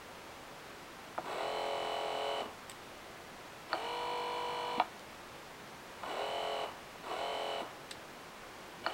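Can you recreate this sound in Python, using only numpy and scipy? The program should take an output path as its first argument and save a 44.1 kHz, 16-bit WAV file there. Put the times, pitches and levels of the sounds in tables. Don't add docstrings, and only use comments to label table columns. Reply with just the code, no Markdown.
import sys
import numpy as np
from scipy import signal
from scipy.fft import rfft, irfft, next_fast_len
from scipy.io import wavfile
from scipy.ndimage import map_coordinates

SR = 44100
rng = np.random.default_rng(int(sys.argv[2]) if len(sys.argv) > 2 else 0)


def wav_record(signal):
    frames = np.transpose(np.atleast_2d(signal))
    bounded = np.clip(frames, -1, 1)
    quanta = np.round(bounded * 32767).astype(np.int16)
    wavfile.write(sys.argv[1], SR, quanta)


N = 393813
TIME = np.arange(N) / SR

# pitch in Hz, rough width in Hz, relative dB when slow, relative dB when fast.
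CASING_NOTES = [(1466, 57, 3, 1.5), (1984, 160, -0.5, -0.5), (2194, 79, 3, 0.5), (2298, 103, -7, 5),
                (2578, 72, 0, 0.5), (3437, 226, -3.5, -4.5), (3960, 156, -1.5, -3), (4252, 146, -5, -2.5),
                (5070, 500, -16.5, -15.5), (7850, 430, -15, -18), (8410, 520, -20, -17.5),
                (10620, 40, -23, -18)]
HOLDER_NOTES = [(2960, 65, 6, 13), (3120, 50, -5, 3)]


def from_db(db):
    return 10 ** (np.asarray(db) / 20)


def unit_power(x):
    return x / np.sqrt(np.mean(x ** 2) + 1e-20)


def level_at(colour, hz):
    known_hz, level = np.transpose(colour)
    return np.interp(np.log(np.maximum(hz, 1)), np.log(known_hz), level)


def coloured(x, colour):
    size = next_fast_len(len(x))
    gains = from_db(level_at(colour, np.fft.rfftfreq(size, 1 / SR)))
    return unit_power(irfft(rfft(x, size) * gains, size)[:len(x)])


def drift(per_second):
    points = rng.standard_normal(4096)
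    return unit_power(np.interp(TIME * per_second, np.arange(len(points)), points))


def resonance(x, hz, width_hz):
    r = np.exp(-np.pi * width_hz / SR)
    feedback = [1, -2 * r * np.cos(2 * np.pi * hz / SR), r * r]
    return signal.lfilter(np.array([1, 0, -1]) * (1 - r * r) / 2, feedback, x + 1e-18)


def ring(hits, hz, fade_s):
    r, w = from_db(-60 / (fade_s * SR)), 2 * np.pi * hz / SR
    return signal.lfilter([0, np.sin(w)], [1, -2 * r * np.cos(w), r * r], hits + 1e-18)


def add(track, start_s, sound):
    start = round(start_s * SR)
    track[start:start + len(sound)] += sound[:N - start]


def background(hiss_db=-50, pulse_hz=12, pulse_depth=.6):
    # pitch in Hz, relative level in dB.
    hiss_colour = [(12, -35), (20, -3.5), (49, -10), (113, -5.5), (326, -3), (355, -0.5), (386, -3),
                   (496, -2), (733, -3), (819, -3), (996, -3.5), (2570, -10.5), (8550, -24), (14500, -30),
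                   (15800, -29)]
    # pitch in Hz, level in dB before pulsing.
    tones = [(14944, -88), (15692, -88)]
    whistles = sum(from_db(db) * np.sqrt(2) * np.sin(2 * np.pi * hz * TIME) for hz, db in tones)
    pulse = 1 + pulse_depth * np.sin(2 * np.pi * pulse_hz * TIME)
    return from_db(hiss_db) * coloured(rng.standard_normal(N), hiss_colour) + whistles * pulse


def spin_up(t, settle_s, swing_hz):
    swing = np.cos(2 * np.pi * swing_hz * t) + t / settle_s * np.sinc(2 * swing_hz * t)
    return 1 - np.exp(-t / settle_s) * swing


def drive(runs, response, settle_s, swing_hz, squeal_db_per_s, rasp_db_per_s, coast_s=.19, unload_s=.061):
    speed, gains = np.zeros(N), np.zeros((3, N))
    shares, *response_db = np.transpose(response)
    for on_s, off_s, top_speed, whine_db, rasp_db, squeal_db in runs:
        powered_s = np.clip(TIME, on_s, off_s) - on_s
        coasting_s = np.maximum(TIME - off_s, 0)
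        share = spin_up(powered_s, settle_s, swing_hz) * np.exp(-coasting_s / coast_s)
        unloaded = 1 - np.exp(-coasting_s / unload_s)
        length_s = off_s - on_s
        levels_db = [whine_db - 11 * unloaded,
                     rasp_db - 20 * unloaded + rasp_db_per_s * (powered_s - length_s / 2),
                     squeal_db - 21.5 * unloaded + squeal_db_per_s * (powered_s - length_s)]
        turning = np.minimum(share / shares[0], 1)
        for gain, db, by_speed_db in zip(gains, levels_db, response_db):
            gain += turning * from_db(db + np.interp(share, shares, by_speed_db))
        speed += top_speed * share
    return speed, gains


def gear_whine(turns, speed, tones, colour, full_speed, scatter, flutter, strain):
    singing, power = np.zeros(N), np.zeros(N)
    for multiple, db in tones:
        slide_db = level_at(colour, multiple * speed) - level_at(colour, multiple * full_speed)
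        gain = from_db(db + np.minimum(slide_db, 5))
        waver = 1 + flutter * drift(22)
        phase = scatter * rng.standard_normal()
        singing += gain * waver * np.sin(2 * np.pi * multiple * turns + phase)
        power += gain ** 2 / 2
    singing /= np.sqrt(power + 1e-20)
    grind = np.clip(from_db(-13) + strain * np.abs(1 - speed / full_speed), 0, .85)
    return np.sqrt(1 - grind ** 2) * singing + grind * coloured(rng.standard_normal(N), colour)


def pressure(turns, beat_db, beats):
    return unit_power(from_db(beat_db * np.cos(2 * np.pi * beats * turns)))


def brush_friction(turns, beat_db, beats, fresh_db, size=1024):
    track = unit_power(irfft(np.exp(2j * np.pi * rng.random(size // 2 + 1))))
    repeated = map_coordinates(track, [turns % 1 * size], order=3, mode="grid-wrap")
    return pressure(turns, beat_db, beats) * (repeated + from_db(fresh_db) * rng.standard_normal(N))


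def rubbed_part(rubbing, notes, fast):
    out = np.zeros(N)
    for hz, width_hz, slow_db, fast_db in notes:
        once = resonance(rubbing, hz, 2 * width_hz)
        out += from_db(fast_db if fast else slow_db) * resonance(once, hz, 2 * width_hz)
    return unit_power(out)


def commutator_buzz(turns, speed, tones, full_speed, beat_db, beats):
    buzz = np.zeros(N)
    for hz, db in tones:
        multiple = np.round(hz / full_speed)
        waver = 1 + .3 * drift(17)
        buzz += from_db(db) * waver * np.sin(2 * np.pi * (multiple * turns + rng.random()))
    near_full_speed = np.exp(-((1 - speed / full_speed) / .11) ** 2)
    return unit_power(pressure(turns, beat_db, beats) * buzz) * near_full_speed


def slow_motor(full_speed=43.17):
    # on and off in seconds, top speed in turns a second,
    # then base levels of whine, rasp and squeal in dB.
    runs = [(1.15, 2.41, 43.12, -37.6, -52.3, -46), (5.945, 6.64, 43.04, -38.2, -53.2, -45.5),
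            (6.952, 7.605, 42.42, -38.8, -53, -47.5)]
    # share of top speed, dB added to whine, rasp and squeal.
    response = [(.2, -19, -22, -22), (.52, -7.5, -7, -8), (.77, -1, -.5, 2), (.88, -2.5, -1, .5),
                (.96, 1, 1, .5), (1, 0, 0, 0)]
    # multiple of the turn rate, relative dB at full speed.
    gear_tones = [(1, -42), (2, -39), (3, -38), (4, -30.5), (5, -39), (6, -20.5), (7, -30), (8, -13),
                  (9, -12), (10, -1), (11, -13), (12, -5), (13, 0.5), (14, -11.5), (15, -2.5), (16, 1.5),
                  (17, -3), (18, -5.5), (19, -2), (20, -6), (21, -18), (22, -5), (23, -43), (24, -12.5),
                  (25, -12), (26, -9), (27, -12), (28, -22.5), (29, -16), (30, -16), (31, -14), (32, -37),
                  (33, -23.5), (34, -15)]
    # pitch in Hz, relative level in dB.
    colour = [(100, -29), (280, -16.5), (420, -7), (510, -8), (670, 0.5), (850, 0.5), (1030, 3.5),
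              (1500, -8), (2500, -38)]
    # rough pitch in Hz at full speed, relative level in dB.
    buzz_tones = [(1895, -67), (2024, -65), (2202, -53), (2589, -76), (2632, -61.5), (2929, -114),
                  (2977, -47.5), (3106, -53.5), (3542, -71), (3887, -63), (3973, -72), (4059, -75),
                  (4102, -56.5), (4317, -61)]
    speed, (whine_gain, rasp_gain, squeal_gain) = drive(
        runs, response, settle_s=.084, swing_hz=1.22, squeal_db_per_s=8.5, rasp_db_per_s=.5)
    turns = np.cumsum(speed * (1 + .001 * drift(25))) / SR
    whine = gear_whine(turns, speed, gear_tones, colour, full_speed, scatter=1.3, flutter=.2, strain=2.4)
    rubbing = brush_friction(turns, beat_db=3, beats=2, fresh_db=-14)
    rasp = from_db(2.5) * rubbed_part(rubbing, CASING_NOTES, fast=False)
    rasp += commutator_buzz(turns, speed, buzz_tones, full_speed, beat_db=-5.5, beats=2)
    squeal = from_db(-5) * rubbed_part(rubbing, HOLDER_NOTES, fast=False)
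    squeal *= pressure(turns, beat_db=4, beats=2)
    return from_db(-.4) * whine_gain * whine + rasp_gain * rasp + squeal_gain * squeal


def blow(db, hz):
    return from_db(db) * resonance(resonance(signal.unit_impulse(1024), hz, .46 * hz), hz, 1.75 * hz)


def gearbox_clunks(rebound_s=.00533, rebound_hz=605, thud_hz=233):
    # start in seconds, strength in dB, centre pitch in Hz,
    # strength of the ping in dB, strength of the rebound in dB.
    clunks = [(1.1793, -26.5, 1340, -70, -27), (3.7305, -18, 1500, -25, -31),
              (3.7422, -28.5, 676, -60, -43), (4.7985, -17.5, 2340, -46, -42),
              (4.7997, -18.5, 840, -70, -46), (4.8038, -30, 850, -72, -37), (4.8192, -27.5, 1010, -60, -43),
              (6.0342, -31, 1220, -70, -35.5), (7.069, -37, 995, -80, -48), (7.116, -33.5, 640, -80, -44),
              (8.864, -18, 1520, -26.5, -27.5)]
    # start in seconds, strength in dB.
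    thuds = [(2.418, -42.5), (2.458, -43), (4.779, -33.5), (7.617, -41)]
    # pitch in Hz, relative level in dB, fade time in seconds.
    housing_notes = [(266, 2, 0.04), (330, 0.5, .08), (544, -16.5, 0.063), (658, -8, 0.092),
                     (743, -2, 0.082), (868, 5, 0.02), (958, -4.5, 0.05), (1228, -4, 0.033),
                     (1390, -6.5, 0.026), (1770, -7, 0.013), (2310, -6, 0.014), (2740, -9, 0.014),
                     (3420, -4, 0.012), (4000, -4, 0.012)]
    blows, pings = np.zeros(N), np.zeros(N)
    for start_s, db, hz, ping_db, rebound_db in clunks:
        add(blows, start_s, blow(db, hz))
        add(blows, start_s + rebound_s, blow(rebound_db, rebound_hz))
        add(pings, start_s, from_db([ping_db]))
    for start_s, db in thuds:
        add(blows, start_s, blow(db, thud_hz))
    housing = from_db(-.5) * sum(from_db(db) * ring(blows, hz, fade_s) for hz, db, fade_s in housing_notes)
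    steel = ring(pings, hz=4375, fade_s=.015)
    muffle = signal.butter(8, 5000, fs=SR, output="sos")
    return signal.sosfilt(muffle, housing + steel)


def lead_clicks(decay_s=.001, size=1024):
    # start in seconds, relative dB of the crack and of the snap.
    clicks = [(2.697, -39.5, -29.5), (2.7055, -48, -50), (2.7174, -41, -47), (4.995, -45, -50),
              (7.9108, -29.5, -35), (7.9142, -32, -39), (7.9184, -38, -50)]
    # pitch in Hz, relative level in dB.
    crack_colour = [(400, -25), (1400, -1), (2400, -5), (3400, 0), (4400, -1), (6000, -16), (12000, -35)]
    snap_colour = [(2000, -28), (4500, -10), (6500, -11), (8000, 0), (9000, -5), (10500, -13), (13000, -19),
                   (16000, -20)]
    # pitch in Hz, relative level in dB, fade time in seconds.
    terminal_notes = [(3650, -15, 0.022), (4650, -15, 0.02), (7800, -7, 0.012), (8230, -7, 0.011)]
    out, touches = np.zeros(N), np.zeros(N)
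    fade = np.exp(-np.arange(size) / SR / decay_s)
    for start_s, crack_db, snap_db in clicks:
        crack = from_db(crack_db) * coloured(rng.standard_normal(size), crack_colour)
        snap = from_db(snap_db - 7) * coloured(rng.standard_normal(size), snap_colour)
        add(out, start_s, fade * (crack + snap))
        add(touches, start_s, from_db([snap_db]))
    return out + sum(from_db(db) * ring(touches, hz, fade_s) for hz, db, fade_s in terminal_notes)


def fast_motor(full_speed=48.47):
    # on and off in seconds, top speed in turns a second,
    # then base levels of whine, rasp and squeal in dB.
    runs = [(3.605, 4.785, 48.53, -38.5, -51.3, -52.5), (8.745, 9.5, 48.53, -40, -52, -53)]
    # share of top speed, dB added to whine, rasp and squeal.
    response = [(.4, -40, -35, -32), (.6, -10, -7, -3.5), (.82, -4, -3, 1.5), (.94, -3.5, -1.5, -1),
                (.978, -2.5, -1, 5), (1, 0, -2, -2)]
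    # multiple of the turn rate, relative dB at full speed.
    gear_tones = [(1, -43), (2, -37), (3, -22), (4, -41), (5, -24), (6, -22), (7, -13), (8, -19),
                  (9, -13.5), (10, 0.5), (11, -19), (12, -31), (13, -6), (14, -7), (15, -8.5), (16, -7),
                  (17, -9), (18, -5.5), (19, -5), (20, 4), (21, -2), (22, -13), (23, -46), (24, -13),
                  (25, -13.5), (26, -36), (27, -55), (28, -29), (29, -31), (30, -24)]
    # pitch in Hz, relative level in dB.
    colour = [(100, -20), (280, -15), (470, -6), (560, -3), (680, 3), (860, -5), (975, 0), (1120, -2.5),
              (1500, -3.5), (2500, -37)]
    # rough pitch in Hz at full speed, relative level in dB.
    buzz_tones = [(2326, -66), (2374, -69), (2762, -77), (2907, -63.5), (2961, -61.5), (3052, -60),
                  (3101, -60), (3343, -61), (3391, -61), (3488, -65), (3537, -64), (3876, -64),
                  (4070, -61.5), (4215, -62), (4317, -64), (4360, -62)]
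    speed, (whine_gain, rasp_gain, squeal_gain) = drive(
        runs, response, settle_s=.05, swing_hz=.15, squeal_db_per_s=2.8, rasp_db_per_s=-.4)
    turns = np.cumsum(speed * (1 + .0007 * drift(25))) / SR
    whine = gear_whine(turns, speed, gear_tones, colour, full_speed, scatter=2.4, flutter=.12, strain=3)
    rubbing = brush_friction(turns, beat_db=2, beats=1, fresh_db=-16)
    rasp = from_db(-2) * rubbed_part(rubbing, CASING_NOTES, fast=True)
    rasp += commutator_buzz(turns, speed, buzz_tones, full_speed, beat_db=1, beats=1)
    squeal = from_db(-1) * rubbed_part(rubbing, HOLDER_NOTES, fast=True)
    squeal *= pressure(turns, beat_db=7, beats=1)
    return from_db(-.1) * whine_gain * whine + rasp_gain * rasp + squeal_gain * squeal


def with_echoes(x, echo_db=-10, fade_s=.12, gap_s=.0081):
    t = np.arange(16384) / SR
    tail = rng.standard_normal(len(t)) * from_db(-60 * t / fade_s) * (t > gap_s)
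    return x + from_db(echo_db) * signal.fftconvolve(x, tail / np.linalg.norm(tail))[:N]


def scene():
    knocks = with_echoes(gearbox_clunks() + lead_clicks())
    return (slow_motor() + fast_motor() + knocks + background())[None]


def record(dry):
    return signal.sosfilt(signal.ellip(10, .1, 70, 15900, fs=SR, output="sos"), dry)


dry = scene()
out = record(dry)
wav_record(out)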